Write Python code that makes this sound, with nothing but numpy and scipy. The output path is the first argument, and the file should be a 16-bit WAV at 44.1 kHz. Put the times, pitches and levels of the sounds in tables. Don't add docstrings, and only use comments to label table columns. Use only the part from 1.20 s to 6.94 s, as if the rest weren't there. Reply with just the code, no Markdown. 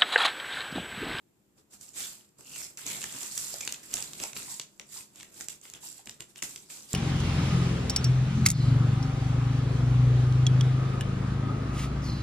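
import sys
import numpy as np
from scipy import signal
from scipy.fft import rfft, irfft, next_fast_len
from scipy.io import wavfile
from scipy.ndimage import uniform_filter1d, map_coordinates

SR = 44100
rng = np.random.default_rng(int(sys.argv[2]) if len(sys.argv) > 2 else 0)


def transcribe(signal):
    frames = np.atleast_2d(signal).T
    limited = np.clip(frames, -1, 1)
    pcm = np.round(limited * 32767).astype(np.int16)
    wavfile.write(sys.argv[1], SR, pcm)


N = 253134

# start in seconds, rise in seconds, fall in seconds,
# then top levels of creases, folds and walls in dB.
STROKE_ROWS = [(.36, .025, 0.048, -61.5, -69.5, -63.5), (0.503, 0.034, 0.046, -48.5, -59, -59),
               (.585, 0.039, 0.14, -47.5, -60, -60.5), (0.737, 0.045, 0.22, -35.5, -45.5, -56),
               (1.18, 0.01, 0.099, -53.5, -68, -66), (1.225, 0.18, .125, -39.5, -50, -55.5),
               (1.572, 0.0053, 0.16, -42.5, -48, -61), (2.609, 0.03, 0.15, -46.5, -54, -59),
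               (2.681, 0.064, 0.28, -38, -45, -50), (2.938, .1, 0.1, -38, -44.5, -53.5),
               (3.14, 0.032, 0.13, -38, -46, -50.5), (3.199, 0.12, 0.12, -39, -50.5, -60),
               (3.596, .005, 0.033, -58, -73, -51), (3.676, 0.1, 0.084, -39, -52, -59),
               (3.93, 0.062, 0.14, -50.5, -55, -58), (4.11, 0.11, 0.06, -43, -54.5, -56),
               (4.286, 0.013, 0.073, -43, -50, -57.5), (4.41, 0.042, 0.1, -47.5, -53, -61),
               (4.525, 0.024, .06, -52, -51, -55.5), (4.6, 0.044, 0.17, -42, -55, -58.5),
               (4.75, .036, 0.047, -50.5, -57, -67), (4.85, 0.011, 0.14, -52.5, -64, -59.5),
               (4.994, 0.013, 0.04, -49.5, -56, -52.5), (5.07, 0.037, 0.029, -57, -64, -66),
               (5.152, .028, 0.028, -47, -50, -58.5), (5.222, 0.0069, .06, -35.5, -44.5, -50.5),
               (5.25, 0.043, 0.22, -45.5, -57, -59.5), (5.487, .025, 0.2, -42, -51, -58.5),
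               (5.672, 0.072, .1, -39.5, -48, -57.5)]
# time in seconds, creases, folds and walls in dB.
DIG_CURVE = [(1.635, -55, -60, -60), (1.675, -35, -40.5, -47), (1.895, -44, -48.5, -54.5),
             (2.025, -38, -46.5, -53), (2.1, -40.5, -52.5, -61), (2.2, -36, -49.5, -53.5),
             (2.315, -39, -53, -58), (2.475, -44, -49.5, -53.5), (2.62, -55, -56.5, -61)]
# time in seconds, creases, folds and walls in dB.
STIR_CURVE = [(1.25, -65, -79, -65.5), (5.74, -67, -75, -68.5)]
# time in seconds, crack in dB, panel in dB, panel pitch in Hz.
SNAP_ROWS = [(.6118, -37, -53, 5100), (.7405, -43, -55, 4100), (.7768, -37, -57, 5000),
             (.8047, -28, -39, 3300), (1.2085, -44, -57.5, 2300), (1.3617, -32, -40, 3300),
             (1.5731, -30.5, -47, 4300), (1.6655, -23, -44.5, 2980), (1.6777, -26.5, -48, 4100),
             (1.7139, -29, -34.5, 3000), (1.8168, -30, -34.5, 3500), (1.8281, -32, -36, 2600),
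             (1.8403, -23, -29.5, 1900), (2.0317, -27, -40, 3500), (2.152, -31, -48, 5000),
             (2.1774, -17, -30, 4900), (2.1883, -28, -50, 4600), (2.2293, -35, -50, 4500),
             (2.3409, -28, -48, 4800), (2.3844, -32, -55, 4300), (2.4082, -27, -35, 3400),
             (2.4115, -25.5, -44, 3800), (2.451, -27, -47, 4700), (2.476, -20.5, -23.5, 4500),
             (2.5238, -21.5, -35, 3750), (2.5439, -39, -36.5, 3330), (2.7399, -14.5, -29, 4900),
             (2.7695, -28, -32, 2880), (2.8245, -22.5, -34.5, 4000), (2.9336, -30.5, -39, 3660),
             (3.0005, -29, -33.5, 3220), (3.0376, -21, -34.5, 2400), (3.1317, -32.5, -38.5, 2700),
             (3.1657, -37, -31.5, 2750), (3.2301, -33, -52, 4600), (3.3975, -23.5, -28, 3870),
             (3.5968, -30.5, -35.5, 3130), (3.958, -40, -54, 3900), (4.0004, -41, -44, 2700),
             (4.008, -42, -40, 2900), (4.0303, -36, -42.5, 2300), (4.2028, -39, -48, 2400),
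             (4.2089, -27.5, -38, 2040), (4.2852, -23.5, -37.5, 3050), (4.414, -44, -66, 4400),
             (4.4535, -49, -43, 1800), (4.5, -36, -47.5, 4800), (4.5372, -31.5, -43.5, 3180),
             (4.858, -38.5, -60, 1700), (4.872, -36, -37, 3070), (4.895, -30.5, -36.5, 3400),
             (5.0056, -30.5, -36, 3230), (5.159, -41, -42.5, 3960), (5.2224, -27.5, -33.5, 2700),
             (5.2253, -20.5, -29, 2660), (5.2358, -26, -44, 4100), (5.3603, -29, -36, 4740),
             (5.5022, -41, -44, 2500), (5.541, -41, -52, 4000), (5.7316, -21.5, -35, 5000)]
# time in seconds, level in dB.
BUMP_ROWS = [(.797, -47.5), (1.19, -50.5), (1.657, -44.5), (1.945, -44), (2.03, -49), (2.742, -41.5),
             (3.0, -38.5), (4.195, -51), (4.865, -49.5), (5.232, -48.5), (5.722, -46)]
# time in seconds, level in dB, pitch in Hz, t60 in seconds.
KNOCK_ROWS = [(2.341, -37, 650, 0.12), (2.783, -38, 824, 0.16), (3.038, -28.5, 794, 0.073),
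              (3.278, -44, 956, 0.34), (3.761, -42.5, 1000, 0.18), (4.634, -46, 900, 0.14),
              (4.793, -49.5, 814, 0.13)]
# centre in seconds, half length in seconds, pitch in Hz, level in dB.
SCRAPE_ROWS = [(.81, .044, 2300, -56), (.83, .052, 3440, -51), (1.34, .075, 2750, -55),
               (1.43, .025, 5500, -46), (1.73, .04, 2220, -50), (2.432, .025, 2400, -49.5)]
# frequency in Hz, relative density in dB per Hz.
CREASE_SPECTRUM = [(1500, -18), (3500, -6.5), (4800, 0.5), (6300, 0), (9000, -1), (11000, -6), (14500, -9)]
# frequency in Hz, relative density in dB per Hz.
FOLD_SPECTRUM = [(300, -18), (700, -5), (950, -5), (1300, -3), (1800, 0), (2600, 1.5), (3700, 1.5),
                 (4600, -7), (7000, -32)]
# frequency in Hz, relative density in dB per Hz.
WALL_SPECTRUM = [(20, -13), (55, -9), (90, -6), (140, 1), (220, -2), (330, -1.5), (500, -7), (800, -10),
                 (1500, -12), (4000, -66)]
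# frequency in Hz, relative density in dB per Hz.
CRACK_SPECTRUM = [(1500, -15.5), (3500, -32), (5000, 3.5), (6500, 7.5), (9000, -5), (14500, -13.5)]
# frequency in Hz, relative density in dB per Hz.
AIR_SPECTRUM = [(15, -42), (25, -17), (60, -11), (130, -4), (170, -6.5), (205, 1.5), (250, -10.5),
                (335, -3.5), (515, -14.5), (1400, -22), (12800, -29), (15000, -27)]
# frequency in Hz, correlation from 0 to 1.
ALIKE_CURVE = [(60, 0.73), (200, 0.81), (400, 0.45), (800, 0.1), (2400, 0.01), (5000, 0.03), (9000, 0)]
# frequency in Hz, t60 in seconds.
ROOM_DECAY = [(150, 0.55), (1000, 0.35), (5000, 0.25), (14000, 0.22)]
# delay in seconds, relative level in dB.
ECHO_ROWS = [(.0075, -20), (0.0139, -13.5), (0.0153, -11), (0.0189, -11.5), (.0275, -21), (0.036, -19)]
# centre in Hz, width in Hz, gain in dB.
LEFT_PEAKS = [(7600, 1700, -0.5), (12750, 3600, 4.5), (2600, 340, 1.5), (250, 600, 2)]
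# centre in Hz, width in Hz, gain in dB.
RIGHT_PEAKS = [(7437, 1510, 13), (13700, 8600, 0.5), (4300, 5600, -3), (1360, 1700, -0.5)]

STROKE_RANGE_DB = 20.5
WALL_FOLLOW = 0.5
RISE_BEND, FALL_BEND = 1.74, 1.49
TICKS_PER_S, TICK_SCATTER_DB = 16, 3
TICK_CRACK_DB, TICK_PANEL_DB = 2, 1.5
TICK_LOW_HZ, TICK_HIGH_HZ = 2010, 4800
TIGHT_DB_PER_DB, TIGHT_FROM_DB = 0.17, 6
BRIGHT_HZ = 9600
BUMP_ATTACK_S, BUMP_T60_S, BUMP_TRIM_DB = 0.0032, 0.12, -1
KNOCK_HALF_WIDTH_HZ, KNOCK_ROUGH_DB = 115, 0.5
FLOOR_DB = -69.5
TOP_HZ = 14600


def amp(db):
    return 10 ** (np.asarray(db) / 20)


def unit(x):
    return x / np.sqrt(np.mean(x ** 2) + 1e-20)


def along(points, hz):
    f, v = np.transpose(points)
    return np.interp(np.log(hz + 1), np.log(f + 1), v)


def filtered(x, response):
    m = next_fast_len(N + SR // 2)
    return irfft(rfft(x, m) * response(np.fft.rfftfreq(m, 1 / SR)), m)[..., :N]


def causal(x, gain):
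    size = x.shape[-1]
    log_gain = np.log(np.maximum(gain(np.fft.rfftfreq(size, 1 / SR)), 1e-4))
    fold = 1 + np.sign(size // 2 - np.arange(size)) * (np.arange(size) > 0)
    return irfft(rfft(x) * np.exp(rfft(irfft(log_gain) * fold)))


def add(track, start_s, sound):
    part = track[:, max(round(start_s * SR), 0):]
    part[:, :sound.shape[-1]] += sound[..., :part.shape[1]]


def spread(pair, spectrum):
    def response(hz):
        turn = np.arccos(np.clip(along(ALIKE_CURVE, hz), -1, 1)) / 2
        return amp(along(spectrum, hz)) * np.array([np.cos(turn), np.sin(turn)])
    mid, side = filtered(pair, response)
    return unit(np.array([mid + side, mid - side]))


def clumps(knots_per_s):
    knots = 2 * np.tanh(rng.standard_normal(4096) / 2)
    return map_coordinates(knots, [np.arange(N) * knots_per_s / SR], mode="wrap")


def handling():
    t = np.arange(N) / SR
    power = np.zeros((3, N))
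    for curve in (DIG_CURVE, STIR_CURVE):
        s, *columns = np.transpose(curve)
        inside = (t > s[0]) * (t < s[-1])
        power += np.array([amp(np.interp(t, s, c)) ** 2 for c in columns]) * inside
    for start_s, rise_s, fall_s, *top_db in STROKE_ROWS:
        age = t - start_s - rise_s
        near = (age > -2 * rise_s) & (age < 2 * fall_s + .1)
        before = np.maximum(-age[near] / rise_s, 0) ** RISE_BEND
        after = np.maximum(age[near] / fall_s, 0) ** FALL_BEND
        drop_db = STROKE_RANGE_DB * np.outer([1, 1, WALL_FOLLOW], before + after)
        power[:, near] += amp(np.array(top_db)[:, None] - drop_db) ** 2
    return 10 * np.log10(power + 1e-12)


def crinkle(spectrum, grains_per_s, low_hz, high_hz, life_s, size_db, slide_db):
    count = int(np.clip(grains_per_s, 10, 4000) * N / SR)
    when, pitch, size, left, right = rng.random((count, 5)).T[:, :, None]
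    t = np.arange(128) / SR
    hz = low_hz + (high_hz - low_hz) * pitch
    height = amp(size_db * np.minimum(-np.log(1 - size), np.pi + 1))
    fade = height * np.exp(-t / life_s)
    at = (when * N).astype(int) + np.arange(len(t))
    grains = []
    for phase in (left, right):
        ring = fade * np.sin(2 * np.pi * (hz * t + phase))
        grains.append(np.bincount(at.ravel(), ring.ravel(), N)[:N])
    hiss = spread(rng.standard_normal((2, N)), spectrum)
    return unit(spread(np.array(grains), spectrum) + amp(slide_db) * hiss)


def reshaped(x, patchy_db):
    z = signal.stft(x, nperseg=512)[2]
    field = rng.standard_normal(z.shape[1:])
    for _ in range(2):
        field = uniform_filter1d(uniform_filter1d(field, size=5, axis=0), size=18, axis=1)
    return signal.istft(z * amp(patchy_db * unit(field)), nperseg=512)[1][:, :N]


def rustle(levels):
    fine_db, fold_db, wall_db = levels
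    flurry = clumps(knots_per_s=90)
    fine = crinkle(CREASE_SPECTRUM, grains_per_s=800, low_hz=3500, high_hz=14160,
                   life_s=0.00093, size_db=3.5, slide_db=2.5)
    folds = crinkle(FOLD_SPECTRUM, grains_per_s=400, low_hz=704, high_hz=4800,
                    life_s=0.00075, size_db=3.5, slide_db=0)
    walls = spread(rng.standard_normal((2, N)), WALL_SPECTRUM)
    fine = unit(reshaped(fine, patchy_db=0.7))
    folds = unit(reshaped(folds, patchy_db=2.1))
    foil = amp(fine_db - 4.0 + 1.4 * flurry) * fine + amp(fold_db - 2.78 + 1.3 * flurry) * folds
    return foil + amp(wall_db - 4.5 + 0.8 * flurry) * walls


def burst(gain, life_s, alike, spike=1):
    t = np.arange(1024) / SR
    shared, *own = rng.standard_normal((3, len(t)))
    share = np.clip(alike, 0, 1)
    shiver = (np.sqrt(share) * shared + np.sqrt(1 - share) * np.array(own)) * np.exp(-t / life_s)
    release = spike * np.sqrt(life_s * SR / 2) * (t == 0)
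    tick = causal(shiver + release, gain)
    return tick / np.sqrt(np.sum(tick ** 2, axis=1, keepdims=True) / (SR / 1000))


def snaps(rows):
    out = np.zeros((2, N))
    for start_s, crack_db, panel_db, panel_hz in rows:
        bright_db = TIGHT_DB_PER_DB * (crack_db - panel_db - TIGHT_FROM_DB)

        def crack_gain(hz):
            shelf = 1 - 1 / (1 + (hz / BRIGHT_HZ) ** 6)
            return amp(along(CRACK_SPECTRUM, hz) + bright_db * shelf)

        def panel_gain(hz):
            resonance = 1 / np.hypot(1, 1.57 * (hz / panel_hz - panel_hz / (hz + 1)))
            return resonance / np.hypot(1, (hz / 4800) ** 4)

        crack = burst(crack_gain, life_s=0.0014, alike=0.27, spike=0.54)
        panel = burst(panel_gain, life_s=0.0028, alike=0.73, spike=0.49)
        push = burst(lambda hz: amp(along(WALL_SPECTRUM, hz)), life_s=0.0056, alike=0.74, spike=0.32)
        add(out, start_s, amp(crack_db - 5.0) * crack + amp(panel_db + 1) * panel + amp(panel_db - 13) * push)
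    return out


def ticks(levels):
    when, pitch, crack, panel = rng.random((int(TICKS_PER_S * N / SR), 4)).T
    at = (when * N).astype(int)
    crack_db = levels[0, at] + TICK_CRACK_DB + TICK_SCATTER_DB * (2 * crack - 1)
    panel_db = levels[1, at] + TICK_PANEL_DB + TICK_SCATTER_DB * (2 * panel - 1)
    panel_hz = TICK_LOW_HZ + (TICK_HIGH_HZ - TICK_LOW_HZ) * pitch
    return np.transpose([at / SR, crack_db, panel_db, panel_hz])


def bumps():
    out, t = np.zeros((2, N)), np.arange(8192) / SR
    flap = spread(rng.standard_normal((2, N)), WALL_SPECTRUM)
    shape = (1 - np.exp(-t / BUMP_ATTACK_S)) * amp(-60 * t / BUMP_T60_S)
    for k, (start_s, db) in enumerate(BUMP_ROWS):
        piece = flap[:, k * len(t):][:, :len(t)]
        add(out, start_s, amp(db + BUMP_TRIM_DB) * shape * unit(piece))
    return out


def knocks():
    out, t = np.zeros((2, N)), np.arange(8192) / SR
    for start_s, db, pitch_hz, t60_s in KNOCK_ROWS:
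        note = causal(rng.standard_normal((3, len(t))),
                      lambda hz: 1 / (1 + ((hz - pitch_hz) / KNOCK_HALF_WIDTH_HZ) ** 2))
        grain = amp(KNOCK_ROUGH_DB * clumps(knots_per_s=200)[:len(t)])
        stereo = unit(grain * (note[0] + 0.8 * note[1:]))
        add(out, start_s, amp(db - 9.5 - 60 * t / t60_s) * stereo)
    return out


def scrapes():
    out, t = np.zeros((2, N)), np.arange(N) / SR
    friction = rng.standard_normal((3, N)) * amp(4.7 * clumps(knots_per_s=140))
    for centre_s, half_s, pitch_hz, db in SCRAPE_ROWS:
        near = np.abs(t - centre_s) < 3 * half_s + .01
        b, a = signal.iirpeak(pitch_hz, 5.5, SR)
        rub = friction[0, near] + 0.61 * friction[1:, near]
        ring = signal.lfilter(b, a, signal.lfilter(b, a, rub))
        out[:, near] += amp(db) * unit(ring) * np.exp(-((t[near] - centre_s) / half_s) ** 2)
    return out


def room(x, early_db, tail_db, gap_s=0.012):
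    hz, t, z = signal.stft(rng.standard_normal((2, SR // 2)), SR, nperseg=256)
    decay = amp(-60 * t / along(ROOM_DECAY, hz)[:, None])
    tail = signal.istft(z * decay, SR, nperseg=256)[1]
    tail = np.pad(tail, ((0, 0), (int(abs(gap_s) * SR), 0)))
    response = amp(tail_db) * tail / np.linalg.norm(tail[0])
    for delay_s, db in ECHO_ROWS:
        echo = burst(np.ones_like, life_s=0.0004, alike=0.21)
        add(response, delay_s, amp(db + early_db) * echo / np.linalg.norm(echo[0]))
    wet = signal.fftconvolve(x, response, axes=1)[:, :N]
    return wet + filtered(wet[::-1] - wet, lambda hz: 0.33 / (1 + (hz / 600) ** 2))


def still_air():
    return amp(FLOOR_DB) * spread(rng.standard_normal((2, N)), AIR_SPECTRUM)


def scene():
    levels = handling()
    crackle = snaps(SNAP_ROWS) + snaps(ticks(levels))
    bed = rustle(levels) + bumps() + knocks() + scrapes()
    crackle_room = room(crackle, early_db=-3.0, tail_db=-8.5)
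    bed_room = room(bed, early_db=-5.5, tail_db=-9.0)
    return crackle + crackle_room + bed + bed_room + still_air()


def port(peaks, hz):
    def bell(centre_hz, width_hz, db):
        detune = centre_hz ** 2 - hz * hz
        damping = 1j * hz * width_hz
        return (detune + damping * amp(db / 2)) / (detune + damping / amp(db / 2))
    return np.prod([bell(*peak) for peak in peaks], axis=0)


def record(dry):
    coloured = filtered(dry, lambda hz: np.array([port(LEFT_PEAKS, hz), port(RIGHT_PEAKS, hz)]))
    return filtered(coloured, lambda hz: 1 / np.hypot(1, (hz / TOP_HZ) ** 110))


dry = scene()
out = record(dry)
transcribe(out)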